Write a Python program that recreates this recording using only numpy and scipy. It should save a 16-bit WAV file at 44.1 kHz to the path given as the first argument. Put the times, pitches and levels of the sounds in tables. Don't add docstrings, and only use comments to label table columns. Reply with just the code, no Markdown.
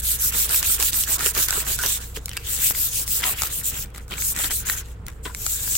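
import sys
import numpy as np
from scipy import signal
from scipy.fft import rfft, irfft, next_fast_len
from scipy.io import wavfile
from scipy.ndimage import uniform_filter1d, map_coordinates

SR = 44100
rng = np.random.default_rng(int(sys.argv[2]) if len(sys.argv) > 2 else 0)


def unload_wav(signal):
    wavfile.write(
        sys.argv[1],
        SR,
        np.round(np.clip(np.atleast_2d(signal).T, -1, 1) * 32767).astype(np.int16),
    )


N = 254456


def amp(db):
    return 10 ** (np.asarray(db) / 20)


def unit(x):
    return x / np.sqrt(np.mean(x ** 2) + 1e-20)


def along(points, hz):
    f, value = np.transpose(points)
    return np.interp(np.log(hz + 1), np.log(f + 1), value)


def curves(rows):
    s, *columns = np.transpose(rows)
    return [np.interp(np.arange(N) / SR, s, column) for column in columns]


def wobble(rate):
    knots = rng.standard_normal(int(N * rate / SR) + 4)
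    return map_coordinates(knots, [np.arange(N) * rate / SR])


def running(x, span_s):
    return np.abs(uniform_filter1d(x, size=round(span_s * SR)))


def since(s, span_s):
    part = slice(max(round(s * SR), 0), max(round((s + span_s) * SR), 0))
    return part, np.arange(N)[part] / SR - s


def filtered(x, response):
    m = next_fast_len(N + SR // 2)
    return irfft(rfft(x, m) * response(np.fft.rfftfreq(m, 1 / SR)), m)[..., :N]


def tilted(x, tilt_db, pivot_hz):
    top = filtered(x, lambda hz: 1 / (1 + (pivot_hz / (hz + 1)) ** 8))
    return (x - top) * amp(-tilt_db / 2) + top * amp(tilt_db / 2)


# (f/Hz, correlation)
CHANNEL_LIKENESS = [(60, 0.95), (240, 0.95), (950, 0.21), (3770, 0.057), (15000, 0.0)]


def stereo(pair, spectrum):
    def mid_side_gains(hz):
        turn = np.arccos(np.clip(along(CHANNEL_LIKENESS, hz), -1, 1)) / 2
        return amp(along(spectrum, hz)) * [np.cos(turn), np.sin(turn)]

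    mid, side = filtered(pair, mid_side_gains)
    return unit(np.array([mid + side, mid - side]))


def gritty(grit_db, clump_db, rate):
    spikes = amp(grit_db * np.minimum(rng.standard_exponential((2, N)), 5))
    clumps = amp(clump_db * 2 * np.tanh(wobble(rate) / 2))
    return unit(clumps * spikes * rng.standard_normal((2, N)))


def patched(pair, patchy_db, size=(5, 10)):
    z = signal.stft(pair, nperseg=256)[2]
    field = rng.standard_normal(z.shape[1:])
    for axis in (0, 1):
        field = uniform_filter1d(field, size=size[axis], axis=axis)
    return signal.istft(z * amp(patchy_db * unit(field)), nperseg=256)[1][:, :N]


# (f/Hz, relative level/dB per Hz)
AIR_SPECTRUM = [(12, -41), (20, -6), (81, -0.5), (198, -12.5), (241, -19), (410, -20.5), (472, -19.5),
                (607, -27.5), (802, -26), (1190, -28.5), (1330, -26), (16000, -69)]
# (f/Hz, width/Hz, level/dB)
DUCT_RESONANCES = [(101.6, 14, -50), (185.4, 35, -67), (468, 68, -59.5)]
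# (t/s, sheet left minus right/dB, hiss tilt about 9460 Hz/dB, hiss tilt about 5700 Hz/dB, hum level/dB)
SLOW_CHANGES = [(0, 1, 5, -1.5, -33), (1, 0, 3.5, -2.5, -34.5), (1.9, 0.5, 4.5, -6, -36),
                (2.6, 4, 2.5, -0.5, -40), (3.4, 2.5, 7, -2.5, -38), (4.2, 3, 1.5, 5, -37),
                (4.75, 3, 1.5, 2, -37.5), (5.77, 4, 1.5, 2, -35)]
MOTOR_HZ = 29.2


def room_tone():
    out = amp(-41.0) * stereo(patched(rng.standard_normal((2, N)), patchy_db=1.5), AIR_SPECTRUM)
    for hz, width_hz, db in DUCT_RESONANCES:
        band = filtered(rng.standard_normal(N), lambda f: 1 / (1 + (2 * (f - hz) / width_hz) ** 2))
        out += amp(db) * unit(band)
    shaft = 2 * np.pi * MOTOR_HZ * np.arange(N) / SR + 0.3 * wobble(2.26)
    hum = amp(-5.5 + 1.9 * wobble(3.7)) * np.sin(shaft)
    hum += amp(1.5 * wobble(4.7)) * np.sin(2 * shaft)
    _, _, _, hum_db = curves(SLOW_CHANGES)
    return out + amp(hum_db) * hum


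# (start t/s, length/s, hiss level at full speed in mid-stroke/dB, pressure growth/dB per s, time to gain speed/s)
STROKES = [(-0.062, 0.076, -10.5, -3, 0.005), (0.014, 0.17, -16.5, -4, 0.053),
           (0.175, 0.14, -11.5, 3, 0.097), (0.311, 0.17, -12, 0, 0.113), (0.47, 0.15, -10, 16, 0.12),
           (0.61, 0.17, -11.5, -3, 0.12), (0.776, 0.14, -11, 11, 0.079), (0.912, 0.15, -16, 46, 0.026),
           (1.046, 0.13, -10.5, 56, 0.12), (1.176, 0.15, -12.5, 16, 0.119), (1.327, 0.15, -12.5, 26, 0.1),
           (1.471, 0.17, -20.5, 76, 0.012), (1.635, 0.14, -12.5, 29, 0.12), (1.756, 0.24, -16.5, 0, 0.119),
           (1.992, 0.21, -41.5, -112, 0.019), (2.139, 0.059, -25.5, 2, 0.025), (2.19, 0.28, -45, 30, 0.03),
           (2.426, 0.163, -17.5, 65, 0.119), (2.551, 0.18, -12, 26, 0.12), (2.727, 0.19, -17.5, -16, 0.078),
           (2.897, 0.16, -16.5, -16, 0.075), (3.053, 0.17, -16.5, -10, 0.078), (3.217, 0.13, -15, 7, 0.065),
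           (3.335, 0.16, -20, 33, 0.12), (3.49, 0.14, -21, 3, 0.06), (3.625, 0.1, -15.5, 1, 0.056),
           (3.693, 0.16, -29, 110, 0.005), (3.803, 0.12, -51, -178, 0.005), (3.936, 0.061, -29, 3, 0.116),
           (4.001, 0.061, -46, -6, 0.016), (4.075, 0.12, -37, -10, 0.056), (4.163, 0.18, -22.5, 65, 0.031),
           (4.336, 0.16, -18.5, 51, 0.12), (4.496, 0.15, -21.5, -108, 0.063),
           (4.648, 0.12, -18.5, -17, 0.055), (4.758, 0.068, -25, -40, 0.013),
           (4.799, 0.15, -45.5, 80, 0.12), (5.05, 0.18, -57.5, -33, 0.013),
           (5.227, 0.13, -41.5, -130, 0.024), (5.3, 0.28, -27, 75, 0.12), (5.556, 0.31, -22, 46, 0.005)]
BRAKE_S, REST_DB = 0.053, -66.5


def rub_power():
    power = np.full(N, amp(REST_DB) ** 2)
    for s, length, db, grow_db, gain_s in STROKES:
        part, u = since(s, length)
        speed = np.tanh(u / gain_s) * np.tanh((length - u) / BRAKE_S)
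        pressure = amp(db + grow_db * (u - length / 2))
        power[part] += (pressure * speed) ** 2
    return power


# (f/Hz, relative level/dB per Hz)
HISS_SPECTRUM = [(590, -29), (1000, -33), (1320, -22), (1650, -20.5), (2390, -11.5), (2560, -11),
                 (3710, -6.5), (5020, -7.5), (7400, 2.5), (8200, 1.5), (9170, -3.5), (11000, -4.5),
                 (13200, -1), (16000, -3.5)]
SLACK_DB, SLACK_AT_S, SLACK_S = 3.5, 0.025, 0.026


def hiss():
    power = rub_power()
    _, bright_db, airy_db, _ = curves(SLOW_CHANGES)
    pressed_db = 10 * np.log10(running(power, span_s=0.033))
    bright_db = bright_db + 0.16 * (pressed_db + 29)
    for s, *_ in STROKES:
        part, u = since(s, SLACK_AT_S + 2 * SLACK_S)
        bright_db[part] -= SLACK_DB * np.exp(-((u - SLACK_AT_S) / SLACK_S) ** 2)
    drag = patched(gritty(grit_db=1.2, clump_db=1.16, rate=320), patchy_db=2.0)
    drag = patched(drag, patchy_db=1.5, size=(9, 40))
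    catches = rng.uniform(size=N) < 350 / SR
    catch_size = amp(11) * np.tanh(rng.standard_exponential(N) / 2)
    snags = catches * catch_size * rng.normal(1, 0.5, (2, N))
    fibres = tilted(stereo(drag + snags, HISS_SPECTRUM), airy_db, pivot_hz=5700)
    return np.sqrt(power) * tilted(fibres, bright_db, pivot_hz=9460)


# (start t/s, rise/s, rustle level/dB, stiffness as treble over bass/dB)
FLEXES = [(0.315, 0.026, -33.5, -3), (0.474, 0.035, -31, 1), (0.616, 0.019, -29, 1),
          (0.695, 0.0043, -31, -8.5), (0.79, 0.021, -27.5, -8), (0.918, 0.02, -34, -2),
          (1.071, 0.021, -32.5, -9), (1.171, 0.048, -33, -5.5), (1.257, 0.008, -31, 8),
          (1.34, 0.028, -28, -4.5), (1.481, 0.011, -26.5, -1), (1.512, 0.049, -33, -8),
          (1.663, 0.016, -27, -2.5), (1.765, 0.071, -39, -6), (1.828, 0.016, -29, -4),
          (2.157, 0.009, -34, -2), (2.27, 0.076, -47, 7), (2.44, 0.047, -45, 22), (2.614, 0.022, -38.5, 21),
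          (3.184, 0.063, -32, -1), (3.229, 0.012, -26, 7), (3.36, 0.06, -33.5, 4), (3.706, 0.032, -38, 1),
          (3.844, 0.0073, -44.5, -12), (3.941, 0.02, -42.5, -5), (4.098, 0.03, -34.5, -1),
          (4.336, 0.052, -33.5, 1.5), (4.434, 0.0076, -24, -2), (4.497, 0.0083, -30.5, -11),
          (4.639, 0.051, -34.5, 0.5), (5.073, 0.013, -42, -6), (5.251, 0.009, -29.5, -7)]
STIR_DB, STIR_STIFF_DB, STIR_S = -22.5, -1.5, 0.21


def flexing():
    power = amp(STIR_DB) ** 2 * running(rub_power(), STIR_S)
    weighted_stiff = power * STIR_STIFF_DB
    for s, rise, db, stiff_db in FLEXES:
        part, u = since(s, 10 * rise)
        swell = (amp(db) * u / rise * np.exp(1 - u / rise)) ** 2
        power[part] += swell
        weighted_stiff[part] += swell * stiff_db
    return power, weighted_stiff / power


# (f/Hz, relative level/dB per Hz)
SHEET_SPECTRUM = [(300, -10.5), (600, -11), (900, -8.5), (1500, -1), (2100, -3), (3100, -1), (4500, -11),
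                  (8000, -20)]


def rustle():
    power, stiff_db = flexing()
    creases = patched(gritty(grit_db=3, clump_db=2.5, rate=330), patchy_db=3.5)
    return np.sqrt(power) * tilted(stereo(creases, SHEET_SPECTRUM), stiff_db, pivot_hz=1630)


CRACKLE_DB, CRACKLE_SPREAD_DB, CRACKLE_TREBLE_DB, CRACKLE_HZ = 2, 2, 0.5, 2550


def crackles():
    when, size, pitch, tone = rng.uniform(0.001, 0.999, (240, 4)).T
    rustle_power, _ = flexing()
    level_db = 10 * np.log10(rustle_power[(when * N).astype(int)]) + CRACKLE_DB
    level_db -= CRACKLE_SPREAD_DB * np.log(size + 0.05)
    treble_db = CRACKLE_TREBLE_DB + 10 * (tone - 0.5)
    hz = CRACKLE_HZ * 2 ** (1.5 * (pitch - 0.5))
    return list(zip(when * N / SR, level_db, treble_db, hz))


# (t/s, ring level/dB, tick over ring/dB, nominal f/Hz)
SNAPS = [(0.493, -25, 8, 2850), (0.545, -16, -6, 2640), (.562, -21, 0, 3580), (0.6286, -23, 7, 1650),
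         (0.8002, -24.5, 8, 2880), (0.826, -17.5, 4.5, 2660), (0.9314, -16.5, -8, 3600),
         (1.037, -19.5, 1, 3160), (1.261, -15.5, 3, 2900), (1.35, -23.5, 3, 3180), (1.377, -21, 4, 2630),
         (1.426, -23, 5, 3000), (1.4853, -21.5, 7.5, 1580), (1.507, -26, 13, 1410), (1.527, -18, -11, 1500),
         (1.7893, -25.5, 7, 1510), (1.8365, -17.5, -2, 1610), (1.862, -19, 6.5, 3380),
         (2.165, -24.5, -1.5, 3060), (2.258, -37, 17, 2340), (2.282, -27.5, -6, 2140),
         (2.2929, -26, 1.5, 3200), (2.3147, -25, -25, 3050), (2.333, -27.5, -3.5, 2660),
         (2.3585, -39, -10, 2360), (2.3689, -20, 0.5, 2360), (2.3738, -16.5, -7, 2730),
         (2.7495, -24, -16, 2100), (3.0784, -30.5, 10, 2080), (3.2317, -17.5, -20.5, 2030),
         (3.237, -13, -28, 2060), (3.24, -10.5, -30, 3020), (3.42, -20.5, 7, 1330), (3.4345, -21, 3, 1240),
         (3.9473, -33, -5, 2020), (3.9604, -34, -3, 2060), (3.98, -34, 4, 1260), (4.0805, -45, 5, 1240),
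         (4.121, -23, -12, 2160), (4.138, -21.5, -10.5, 2340), (4.1807, -24.5, -10, 2280),
         (4.2218, -23, 2, 2220), (4.351, -35, 0, 3420), (4.3635, -31, 10, 1860), (4.3893, -22.5, 3, 3630),
         (4.443, -14.5, -11, 3550), (4.501, -30, -11, 1450), (4.5138, -22, 3, 2080),
         (4.672, -28, -12, 1700), (4.6875, -23, -7, 2400), (4.6983, -14, -4, 1950), (5.066, -37, 9, 2070),
         (5.083, -30.5, 3, 2070), (5.2528, -27, -22, 3000), (5.348, -24, 1.5, 2290),
         (5.4647, -24, 10, 1310), (5.676, -28.5, -8, 1550), (5.7524, -20, 1, 2970)]
# (f/Hz, gain/dB)
TICK_SPECTRUM = [(1200, -24), (4000, 0), (7800, 6), (10500, 2.5), (14000, 0.5)]


def snaps():
    out, ticks = np.zeros((2, N + SR)), np.zeros((2, N + SR))
    t = np.arange(SR // 20) / SR

    def swell(rise):
        return t / rise * np.exp(1 - t / rise)

    for s, db, treble_db, hz in SNAPS + crackles():
        k = round(s * SR)
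        detune = np.exp(rng.normal(0, [[0.03], [0.1], [0.1]]))
        pitches = hz * np.array([[1], [1.75], [0.66]]) * detune
        lag = rng.uniform(0, 1.6, (2, 3, 1))
        ring = (amp([[0], [-5], [-6]]) * np.sin(2 * np.pi * pitches * t + lag)).sum(axis=1)
        ring_fade = swell(1.0 / hz) + amp(-18 - 60 * t / 0.06) * np.tanh(t * hz)
        out[:, k:k + len(t)] += amp(db) * ring * ring_fade
        tick_fade = swell(0.0004) + amp(-14 - 60 * t / 0.03)
        tick = tick_fade * rng.standard_normal((2, len(t)))
        ticks[:, k:k + len(t)] += amp(db + treble_db + 1.0) * tick
    return out[:, :N] + filtered(ticks[:, :N], lambda hz: amp(along(TICK_SPECTRUM, hz)))


# (t/s, ring level/dB, click level/dB)
KNOCKS = [(.793, -33.5, -52), (1.261, -26.5, -37), (1.375, -29.5, -38), (1.576, -29, -19),
          (1.851, -31.5, -41), (2.171, -28.5, -17), (2.709, -49, -8), (4.124, -37.5, -18),
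          (5.2564, -33.5, -14)]
# (nominal f/Hz, mean level/dB, t60/s)
DISC_MODES = [(418.5, 4, 0.053), (477, 2, 0.036), (312, -8.5, 0.064), (190, -1, 0.036)]


def knocks():
    out, t = np.zeros(N + SR), np.arange(SR // 4) / SR
    for s, ring_db, click_db in KNOCKS:
        ring = np.zeros(len(t))
        for hz, level, t60 in DISC_MODES:
            decay = amp(level + rng.normal(0, 1.2) - 60 * t / t60)
            ring += decay * np.sin(2 * np.pi * hz * rng.normal(1, 0.048) * t)
        ring *= 1 - np.exp(-t / 0.0022)
        click = (1 - t / 0.00033) * np.exp(-t / 0.00015)
        out[round(s * SR):][:len(t)] += amp(ring_db) * ring + amp(click_db) * click
    return out[:N]


# (t/s, length/s, level/dB, f/Hz)
SQUEAKS = [(1.488, 0.062, -30.5, 1460), (1.784, 0.088, -31, 1483), (3.245, 0.044, -32.5, 1004),
           (3.278, 0.033, -34.5, 1080), (3.248, 0.096, -40, 736), (4.596, 0.24, -42.5, 1500),
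           (5.255, 0.034, -37.5, 1035), (5.256, 0.035, -40, 1440), (5.292, .02, -40, 1070),
           (5.297, 0.029, -44, 1450), (5.515, 0.4, -50, 1650)]


def squeaks():
    out, t = np.zeros((2, N)), np.arange(N) / SR
    slips = gritty(grit_db=4.5, clump_db=2.0, rate=96)
    slips = slips + slips[0]
    for s, length, db, hz in SQUEAKS:
        width = hz / 13
        sung = unit(filtered(slips, lambda f: 1j * f * width / (hz * hz - f * f + 1j * f * width)))
        u = np.clip((t - s) / length, 0, 1)
        out += amp(db) * sung * np.tanh(15 * u) * np.sqrt(1 - u)
    return out


def room(x, t60):
    t = np.arange(SR // 3) / SR
    tail = rng.standard_normal((2, len(t))) * amp(-60 * t / t60)
    wet = signal.fftconvolve(x, tail / np.linalg.norm(tail[0]), axes=1)[:, :N]
    return filtered(wet, lambda hz: 1 / (1 + hz / 3000))


def scene():
    pan_db = curves(SLOW_CHANGES)[0]
    sheet = hiss() + rustle() + squeaks() + snaps()
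    close = sheet * amp([pan_db / 2, -pan_db / 2]) + knocks()
    return close + amp(-9) * room(close, t60=0.068) + room_tone()


# (f/Hz, left minus right/dB)
CAPSULE_DIFFERENCE = [(100, -0.5), (300, 0), (700, -2), (4400, -1.5), (8500, -4), (13000, -0.5)]
TOP_HZ = 15950


def record(dry):
    def capsules(hz):
        half_db = along(CAPSULE_DIFFERENCE, hz) / 2
        return amp([half_db, -half_db]) * (hz < TOP_HZ)

    return filtered(dry, capsules)


dry = scene()
out = record(dry)
unload_wav(out)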